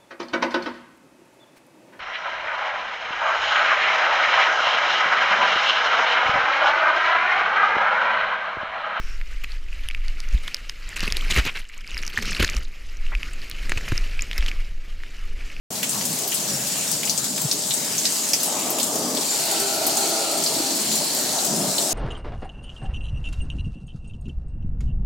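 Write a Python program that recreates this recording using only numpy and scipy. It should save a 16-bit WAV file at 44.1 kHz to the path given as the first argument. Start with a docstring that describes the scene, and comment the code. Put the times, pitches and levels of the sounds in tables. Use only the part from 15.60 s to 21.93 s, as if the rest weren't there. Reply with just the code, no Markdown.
"""Steady rain heard from a porch: countless drops hiss on lawn and road, and fat drips splat close by.
Each near drop sounds the surface it strikes and cracks as water; floor, wall and porch echo answer it.
Traffic rumbles far off, then two cars pass on the wet road, tyres booming and roaring; the first
throws up spray, the second ploughs through a puddle. A faint horn chord sounds far away."""
import sys
import numpy as np
from scipy import signal
from scipy.fft import rfft, irfft, next_fast_len
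from scipy.io import wavfile
from scipy.ndimage import uniform_filter1d, map_coordinates

SR = 44100
rng = np.random.default_rng(int(sys.argv[2]) if len(sys.argv) > 2 else 0)


def waveform_to_disk(signal):
    """Save audio, clipped to [-1, 1], as 16-bit WAV at the path in sys.argv[1]."""
    frames = np.transpose(np.atleast_2d(signal))
    scaled = np.clip(frames, -1, 1) * 32767
    samples = np.round(scaled).astype(np.int16)
    wavfile.write(sys.argv[1], SR, samples)


N = 279153
TIME_S = np.arange(N) / SR
START_S = .105  # silent until here
LEAD_SAMPLES = 64  # rise before a splat's impact


def amp(db):
    """Decibels to gain."""
    return 10 ** (np.asarray(db) / 20)


def unit(x):
    """x at rms 1."""
    return x / np.sqrt(np.mean(x ** 2) + 1e-20)


def along(points, hz):
    """(Hz, value) points interpolated on a log axis."""
    knots_hz, values = np.transpose(points)
    return np.interp(np.log(hz + 1), np.log(knots_hz), values)


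def curve(points):
    """(s, value) points interpolated per sample."""
    return np.interp(TIME_S, *np.transpose(points))


def swell(start_s, hold_s, attack_s, release_s):
    """Gain with Gaussian edges: reaches 1 at start_s, holds, dies away."""
    t = TIME_S - start_s
    rise = np.minimum(t, 0) / attack_s
    fall = np.maximum(t - hold_s, 0) / release_s
    return np.exp(-.5 * (rise ** 2 + fall ** 2))


def wobble(rate_hz):
    """Smooth random curve, rate_hz knots a second."""
    knots = rng.standard_normal(int(N * rate_hz / SR) + 4)
    return map_coordinates(knots, [TIME_S * rate_hz])


def narrow(centre_hz, width_hz):
    """Narrowband noise, rms 1, around a steady or gliding frequency."""
    phase = 2 * np.pi * np.cumsum(centre_hz * np.ones(N)) / SR
    return unit(wobble(width_hz) * np.cos(phase) + wobble(width_hz) * np.sin(phase))


def filtered(x, response):
    """x filtered by response(hz)."""
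    size = next_fast_len(N + SR // 2)
    return irfft(rfft(x, size) * response(np.fft.rfftfreq(size, 1 / SR)), size)[..., :N]


def resonance(hz, centre_hz, width_hz):
    """Causal response of one resonance."""
    return 1j * hz * width_hz / (centre_hz ** 2 - hz ** 2 + 1j * hz * width_hz)


def spread(pair):
    """Two unrelated signals to stereo, rms 1: bass alike, treble wide, top leaning left."""
    # likeness of the sides: (frequency [Hz], correlation [-])
    likeness = [(30, 0.15), (80, 1), (300, 0.97), (700, 0.84), (1400, 0.42), (3000, 0.44), (7000, 0.58),
                (14000, 0.27)]
    # balance: (frequency [Hz], left over right [dB])
    lean = [(200, 0.5), (1400, 0.5), (2600, -1.5), (4000, -3.5), (6000, 2.5), (9000, 4.5), (14000, 4.5)]
    angle = lambda hz: np.arccos(np.clip(along(likeness, hz), -1, 1)) / 2
    mid, side = filtered(pair, lambda hz: np.array([np.cos(angle(hz)), np.sin(angle(hz))]))
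    stereo = np.array([mid + side, mid - side])
    return unit(filtered(stereo, lambda hz: amp(np.outer([.5, -.5], along(lean, hz)))))


def rush(colour, patchy_db):
    """Stereo noise, rms 1, shaped by colour(hz), with drifting patches of gain."""
    spectra = signal.stft(rng.standard_normal((2, N)), nperseg=512)[2]
    patches = uniform_filter1d(rng.standard_normal(spectra.shape[1:]), size=6, axis=0)
    patches = uniform_filter1d(patches, size=14, axis=1)
    pair = signal.istft(spectra * amp(patchy_db * unit(patches)), nperseg=512)[1][:, :N]
    return spread(filtered(pair, colour))


def horn(level_db, scatter, flutter_hz):
    """Far horn chord; each partial flutters after its many paths over the ground."""
    # partials: (frequency [Hz], relative level [dB])
    partials = [(331.5, 0.5), (398, 2), (448, -5), (636, -2.5), (662.5, 3), (795.5, 1), (1326, -12)]
    chord = sum(amp(db) * (np.sin(2 * np.pi * hz * TIME_S) + scatter * narrow(hz, flutter_hz))
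                for hz, db in partials)
    return amp(level_db) * swell(start_s=4.01, hold_s=.63, attack_s=.14, release_s=.37) * unit(chord)


def plop_and_thumps():
    """A faint watery plop, then soft low thumps."""
    # plop (first row) and thumps: (time [s], level [dB], Gaussian width [s], pitch [Hz])
    pulses = [(0.364, -40, .025, 1120), (1.694, -32, 0.035, 221), (1.86, -26.5, 0.0088, 156),
              (3.097, -40, 0.033, 185), (3.45, -38.5, 0.063, 200), (5.03, -30.5, 0.093, 290),
              (5.32, -36, 0.11, 205), (6.252, -34, 0.028, 226)]
    out = 0
    for time_s, db, width_s, pitch_hz in pulses:
        band = rush(lambda hz: resonance(hz, pitch_hz, .6 * pitch_hz) ** 4, patchy_db=2.0)
        out += amp(db) * swell(time_s, 0, width_s, width_s) * band
    return out


def traffic(far_rumble_db, far_roar_db, wander_db, tread_sag_per_s):
    """Cars swell and fade with distance; on sheets of water their tyres boom, roar and sing."""
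    # far and near cars: (nearest at [s], time to fall 3 dB [s], engine rumble [dB], boom [dB], roar [dB])
    cars = [(.6, .5, -34, -55, -40.5), (1.8, 1.3, -40.5, -42, -63), (4.68, 1.02, -47, -43, -34),
            (6.2, 0.67, -39, -44, -35.5)]
    # sheets of water: (start [s], length [s], boom [dB], roar [dB], tread [Hz], tread [dB], octave [dB])
    wet_stretches = [(2.979, 0.16, -34.5, -31, 600, -42, -43), (3.4, 0.13, -32, -32, 581, -47, -41),
                     (3.99, 0.755, -61, -38, 715.4, -35.5, -39.5), (5.799, 0.58, -51, -39, 679, -36, -47.5)]
    # engine rumble, tyre boom and tyre roar: (frequency [Hz], relative density [dB])
    rumble_spectrum = [(20, -31), (50, -33), (75, -15), (100, -11.5), (140, 1.5), (200, 2.5), (260, -3.5),
                       (330, -28), (500, -8.5), (1000, -19)]
    boom_spectrum = [(60, -60), (150, -18), (230, 2), (310, 0), (360, -9), (420, -1), (500, -8),
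                     (700, -8.5), (1500, -68)]
    roar_spectrum = [(40, -60), (130, -28), (280, 1), (420, 0), (500, -5.5), (620, 4.5), (730, -1),
                     (900, 0), (1040, -7.5), (1500, -17), (2200, -24), (5000, -32)]
    rumble_power, roar_power = amp(far_rumble_db) ** 2, amp(far_roar_db) ** 2
    boom_power = tread = 0
    for nearest_s, passing_s, rumble_db, boom_db, roar_db in cars:
        nearness = 1 / np.hypot(1, (TIME_S - nearest_s) / passing_s)
        rumble_power += (amp(rumble_db) * nearness) ** 2
        boom_power += (amp(boom_db) * nearness) ** 2
        roar_power += (amp(roar_db) * nearness) ** 2
    for start_s, length_s, boom_db, roar_db, tread_hz, tread_db, octave_db in wet_stretches:
        water = swell(start_s, length_s, attack_s=.13, release_s=.074)
        boom_power += (amp(boom_db) * water) ** 2
        roar_power += (amp(roar_db) * water) ** 2
        pitch_hz = tread_hz * np.exp(-tread_sag_per_s * (TIME_S - start_s))  # sinks as the car draws level
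        song = np.array([amp(tread_db) * narrow(pitch_hz, width_hz=220)
                         + amp(octave_db) * narrow(2 * pitch_hz, width_hz=250) for side in range(2)])
        tread += np.std(song) * water * spread(song)
    rumble_gain = np.sqrt(rumble_power) * amp(wander_db * wobble(rate_hz=7))
    rumble = rumble_gain * rush(lambda hz: amp(along(rumble_spectrum, hz)), patchy_db=1.5)
    boom = np.sqrt(boom_power) * rush(lambda hz: amp(along(boom_spectrum, hz)), patchy_db=2.5)
    roar = np.sqrt(roar_power) * rush(lambda hz: amp(along(roar_spectrum, hz)), patchy_db=2.0)
    return rumble + boom + roar + tread


def tyre_spray(start_s, band_hz, sag_per_s, band_db, mist_db):
    """Water thrown up behind the first near car: broad hiss, plus a band that sinks as it goes by."""
    pitch_hz = band_hz * np.exp(-sag_per_s * (TIME_S - start_s))
    band = spread(np.array([narrow(pitch_hz, width_hz=700) for side in range(2)]))
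    mist = rush(lambda hz: resonance(hz, 4280, 1140) ** 2 + .6 * resonance(hz, 3600, 2500), patchy_db=1.5)
    envelope = swell(start_s, hold_s=1.85, attack_s=.16, release_s=.17)
    return envelope * (amp(band_db) * band + amp(mist_db) * mist)


def puddle(level_db):
    """The second near car hits deep water: a sudden whump in the wheel arches."""
    # whump: (frequency [Hz], relative density [dB])
    spectrum = [(70, -40), (130, -13.5), (195, 4), (257, -4.5), (317, -3), (460, -25), (700, -45)]
    whump = rush(lambda hz: amp(along(spectrum, hz)), patchy_db=1.0)
    return amp(level_db) * swell(start_s=5.915, hold_s=.05, attack_s=.017, release_s=.093) * whump


def rain_bed(hiss_db, ticks_db, size_spread_db, count=9000):
    """Far drops merge into hiss; nearer ones tick on leaves and grass, over a lower patter."""
    # rain strength, before hiss_db and ticks_db: (time [s], level [dB])
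    strength = [(0.2, -30.5), (0.42, -28.5), (0.66, -31), (0.8, -28.5), (1.3, -28), (1.42, -29),
                (1.52, -29), (1.74, -29.5), (2.3, -27.5), (2.62, -26.5), (2.96, -28.5), (3.5, -29.5),
                (3.75, -25.5), (4.18, -27.5), (4.4, -25.5), (4.65, -27.5), (5.35, -26), (5.85, -26.5),
                (5.97, -27.5), (6.3, -26)]
    # patter near 2.6 kHz: (time [s], level [dB])
    patter_levels = [(.2, -44), (.7, -46), (1.15, -39), (1.6, -51), (2.05, -48.5), (2.35, -38.5),
                     (2.8, -45), (3.0, -37), (3.35, -50), (3.9, -35), (4.2, -39.5), (4.6, -38), (5.0, -42),
                     (5.3, -39), (5.9, -51), (6.3, -44)]
    # hiss and ticks: (frequency [Hz], relative density [dB])
    spectrum = [(300, -26), (700, -12), (1100, -9.5), (1800, -9), (2400, -14), (3200, -6.5), (3600, -5.5),
                (4800, -0.6), (6000, 0), (7200, 3), (8200, 1.5), (9200, -3.5), (12000, -7.5), (16000, -13)]
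    colour = lambda hz: amp(along(spectrum, hz))
    when, side, size = rng.random((count, 3)).T
    gains = amp(-size_spread_db * np.log(np.maximum(size, .01)))
    impulses = [np.bincount((when * N).astype(int), gains * share(2 * np.pi * side), N)
                for share in (np.cos, np.sin)]
    ticks = amp(ticks_db) * spread(filtered(np.array(impulses), colour))
    patter = amp(curve(patter_levels)) * rush(lambda hz: resonance(hz, 2626, 1860) ** 3, patchy_db=3.0)
    strength_db = curve(strength) + .14 * wobble(rate_hz=25)
    hiss = amp(hiss_db) * rush(colour, patchy_db=2.5)
    return patter + amp(strength_db) * (hiss + ticks)


def porch_response(wet_db, jitter_s=.0004):
    """Stereo impulse response: direct sound, two reflections and the porch ringing on."""
    # porch decay: (frequency [Hz], T60 [s])
    decay = [(1000, .14), (5000, .13), (14000, .11)]
    # reflections from floor and house wall: (delay [s], level re direct [dB])
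    reflections = [(.0036, -8), (.0131, -9)]
    hz, t, spectra = signal.stft(rng.standard_normal((2, SR // 4)), SR, nperseg=256)
    tail = signal.istft(spectra * amp(-60 * t / along(decay, hz)[:, None]), SR, nperseg=256)[1]
    response = amp(wet_db) * tail / np.linalg.norm(tail[0])
    response[:, 0] += 1
    for delay_s, db in reflections:
        response[:, round((delay_s + jitter_s * rng.uniform(-1, 1)) * SR)] += amp(db)
    return response / np.linalg.norm(response[0])


def impact(size, snap_s, spray_s, spray_db):
    """Spectrum of one impact, power 1: an even snap as the drop flattens, then a little spray."""
    t = np.arange(size // 2) / SR
    envelopes = np.array([t * np.exp(-t / snap_s), np.exp(-t / spray_s)])
    snap, spray = rfft(rng.standard_normal(envelopes.shape) * envelopes, size)
    both = snap / np.abs(snap) + amp(spray_db) * spray / np.std(spray)
    return both / np.std(both)


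def splat(body_db, pitch_hz, relative_width, crack_db, wet_db, size=2048):
    """One drop: the struck surface sounds, the water cracks, the porch answers."""
    hz = np.fft.rfftfreq(size, 1 / SR)
    surface = unit(np.abs(resonance(hz, pitch_hz, relative_width * pitch_hz)) ** 2)
    water = unit(np.abs(resonance(hz, 8400, 19000)) ** 3)
    body = amp(body_db) * surface * impact(size, snap_s=.00036, spray_s=.0076, spray_db=-3.5)
    crack = amp(crack_db) * water * impact(size, snap_s=.00023, spray_s=.016, spray_db=.5)
    hit = np.roll(irfft(body + crack), LEAD_SAMPLES) * np.sqrt(size / 2)
    return signal.fftconvolve(hit[None], porch_response(wet_db), axes=1)


def drops(rows, wet_db):
    """Splats placed in time and panned."""
    out = np.zeros((2, N + SR))
    for time_s, body_db, pitch_hz, relative_width, crack_db, pan_db in rows:
        sound = splat(body_db, pitch_hz, relative_width, crack_db, wet_db)
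        start = round(time_s * SR)
        out[:, start:start + sound.shape[1]] += amp([[pan_db / 2], [-pan_db / 2]]) * sound
    return out[:, LEAD_SAMPLES:LEAD_SAMPLES + N]


def leaf_drops(top_db, range_db, crack_offset_db, low_hz, high_hz, count=170):
    """Lighter drops slap the bushes at random, farther off and so with more echo."""
    when, faintness, pitch, side = rng.random((count, 4)).T
    body_db = top_db - range_db * faintness
    pitch_hz = low_hz * (high_hz / low_hz) ** pitch
    relative_width = np.full(count, .7)
    pan_db = 3 + 8 * (side - .5)
    rows = zip(when * N / SR, body_db, pitch_hz, relative_width, body_db + crack_offset_db, pan_db)
    return drops(rows, wet_db=7.5)


def eave_drips():
    """Fat drips from the roof edge hit the steps and shrubs."""
    # drips: (time [s], body [dB], pitch [Hz], bandwidth / pitch [-], crack [dB], left over right [dB])
    drips = [(.2303, -24, 2770, 1.05, -26.5, 0), (.2938, -25.5, 7340, .5, -35, 2),
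             (.411, -32, 2570, 2, -37, 2), (.454, -28, 8650, .6, -29, 7), (.589, -34, 7000, .8, -34, 4),
             (.6782, -26, 15000, .35, -35, 3), (.7207, -29, 2830, 0.7, -35, 2),
             (.7412, -29, 12000, .5, -36, 5), (.7468, -25, 8600, 0.45, -32, 6),
             (1.222, -37, 2900, .5, -37, 2), (1.2848, -31, 7560, 0.45, -34, 6),
             (1.3147, -27, 6500, .9, -28, 6), (1.3275, -29, 5200, .5, -40, 4),
             (1.4326, -31, 2680, 0.65, -36, 4), (1.4529, -26.5, 7000, .4, -36, 8),
             (1.4742, -32, 2730, 0.46, -30, 1), (1.496, -22, 5330, 0.59, -42, 6),
             (1.5769, -22.5, 6700, 0.57, -33, 7), (1.6433, -28.5, 4930, 0.99, -30, 4),
             (1.779, -31, 2790, 2, -32, 4), (1.8163, -29, 14000, .4, -37, 4),
             (1.9131, -20.5, 5100, .7, -33, 4), (1.9895, -31, 7500, 0.38, -42, 4),
             (2.1075, -26, 3680, .7, -36, 0), (2.1381, -23.5, 7450, 0.32, -30, 6),
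             (2.3811, -24.5, 6360, 0.25, -43, 2), (2.4539, -18.5, 4760, 0.72, -45, -1),
             (2.523, -30, 7600, .35, -42, 3), (2.689, -29, 7000, .6, -29, 0),
             (2.7337, -18.5, 5530, 0.33, -23, 0), (2.7342, -32, 2380, .6, -42, 0),
             (2.811, -33, 7000, .5, -38, 2), (2.8322, -31, 6240, 1.1, -22, 1),
             (2.8567, -28, 10000, .4, -37, 3), (3.1038, -26, 14000, .4, -38, 5),
             (3.185, -36, 2840, 0.55, -28, 3), (3.1992, -28.5, 3960, 0.63, -27, 0),
             (3.2302, -23, 8040, 0.22, -29.5, 6), (3.232, -37, 3340, 0.3, -38, 0),
             (3.2667, -30, 9000, .8, -37, 3), (3.3567, -30, 6800, .9, -31, 3.5),
             (3.571, -30, 3600, 0.41, -38, 2), (3.8574, -32, 12000, .6, -34, 3),
             (3.913, -37, 6500, 1.5, -25, 2.5), (3.9998, -29, 8000, .8, -26, 5),
             (4.267, -22, 12000, 0.61, -24.5, 3), (4.3716, -23, 6760, 0.43, -29, 0),
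             (4.49, -32, 11000, .7, -32, 3), (4.8392, -24.5, 7250, 0.41, -32, 3.5),
             (4.8626, -21.5, 4600, 0.16, -36, -2), (5.2156, -30, 7000, 0.48, -38, 3.5),
             (5.316, -30, 4400, 0.77, -33, 3), (5.3554, -28, 7100, .7, -28, 6),
             (5.7864, -29.5, 4000, 0.18, -38, -5), (5.85, -34.5, 7900, 1.4, -26.5, 2),
             (6.1817, -25.5, 3800, 0.38, -28, 0)]
    return drops(drips, wet_db=3.0)


def scene():
    """Rain all round, drips close by, the road beyond the lawn."""
    fade_db, fade_s = 5, .09
    fade_in = amp(-fade_db * np.exp(-np.maximum(TIME_S - START_S, 0) / fade_s))
    rain = rain_bed(hiss_db=.9, ticks_db=-3.5, size_spread_db=2.0)
    drips = eave_drips()
    leaves = leaf_drops(top_db=-32, range_db=7.5, crack_offset_db=-2, low_hz=4600, high_hz=11360)
    road = traffic(far_rumble_db=-46.5, far_roar_db=-47, wander_db=1.8, tread_sag_per_s=.11)
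    road += tyre_spray(start_s=3.78, band_hz=4565, sag_per_s=.035, band_db=-35.5, mist_db=-34)
    road += puddle(level_db=-27)
    background = plop_and_thumps() + horn(level_db=-33, scatter=1.5, flutter_hz=15)
    return background + road + fade_in * (rain + leaves) + drips


def record(dry):
    """Silence until START_S, soft-limited peaks, steep low-pass."""
    ceiling, cutoff_hz = .78, 16050
    gated = dry * (TIME_S > START_S)
    rounded = gated / (1 + (gated / ceiling) ** 6) ** (1 / 6)
    return filtered(rounded, lambda hz: 1 / np.sqrt(1 + (hz / cutoff_hz) ** 240))


dry = scene()
out = record(dry)
waveform_to_disk(out)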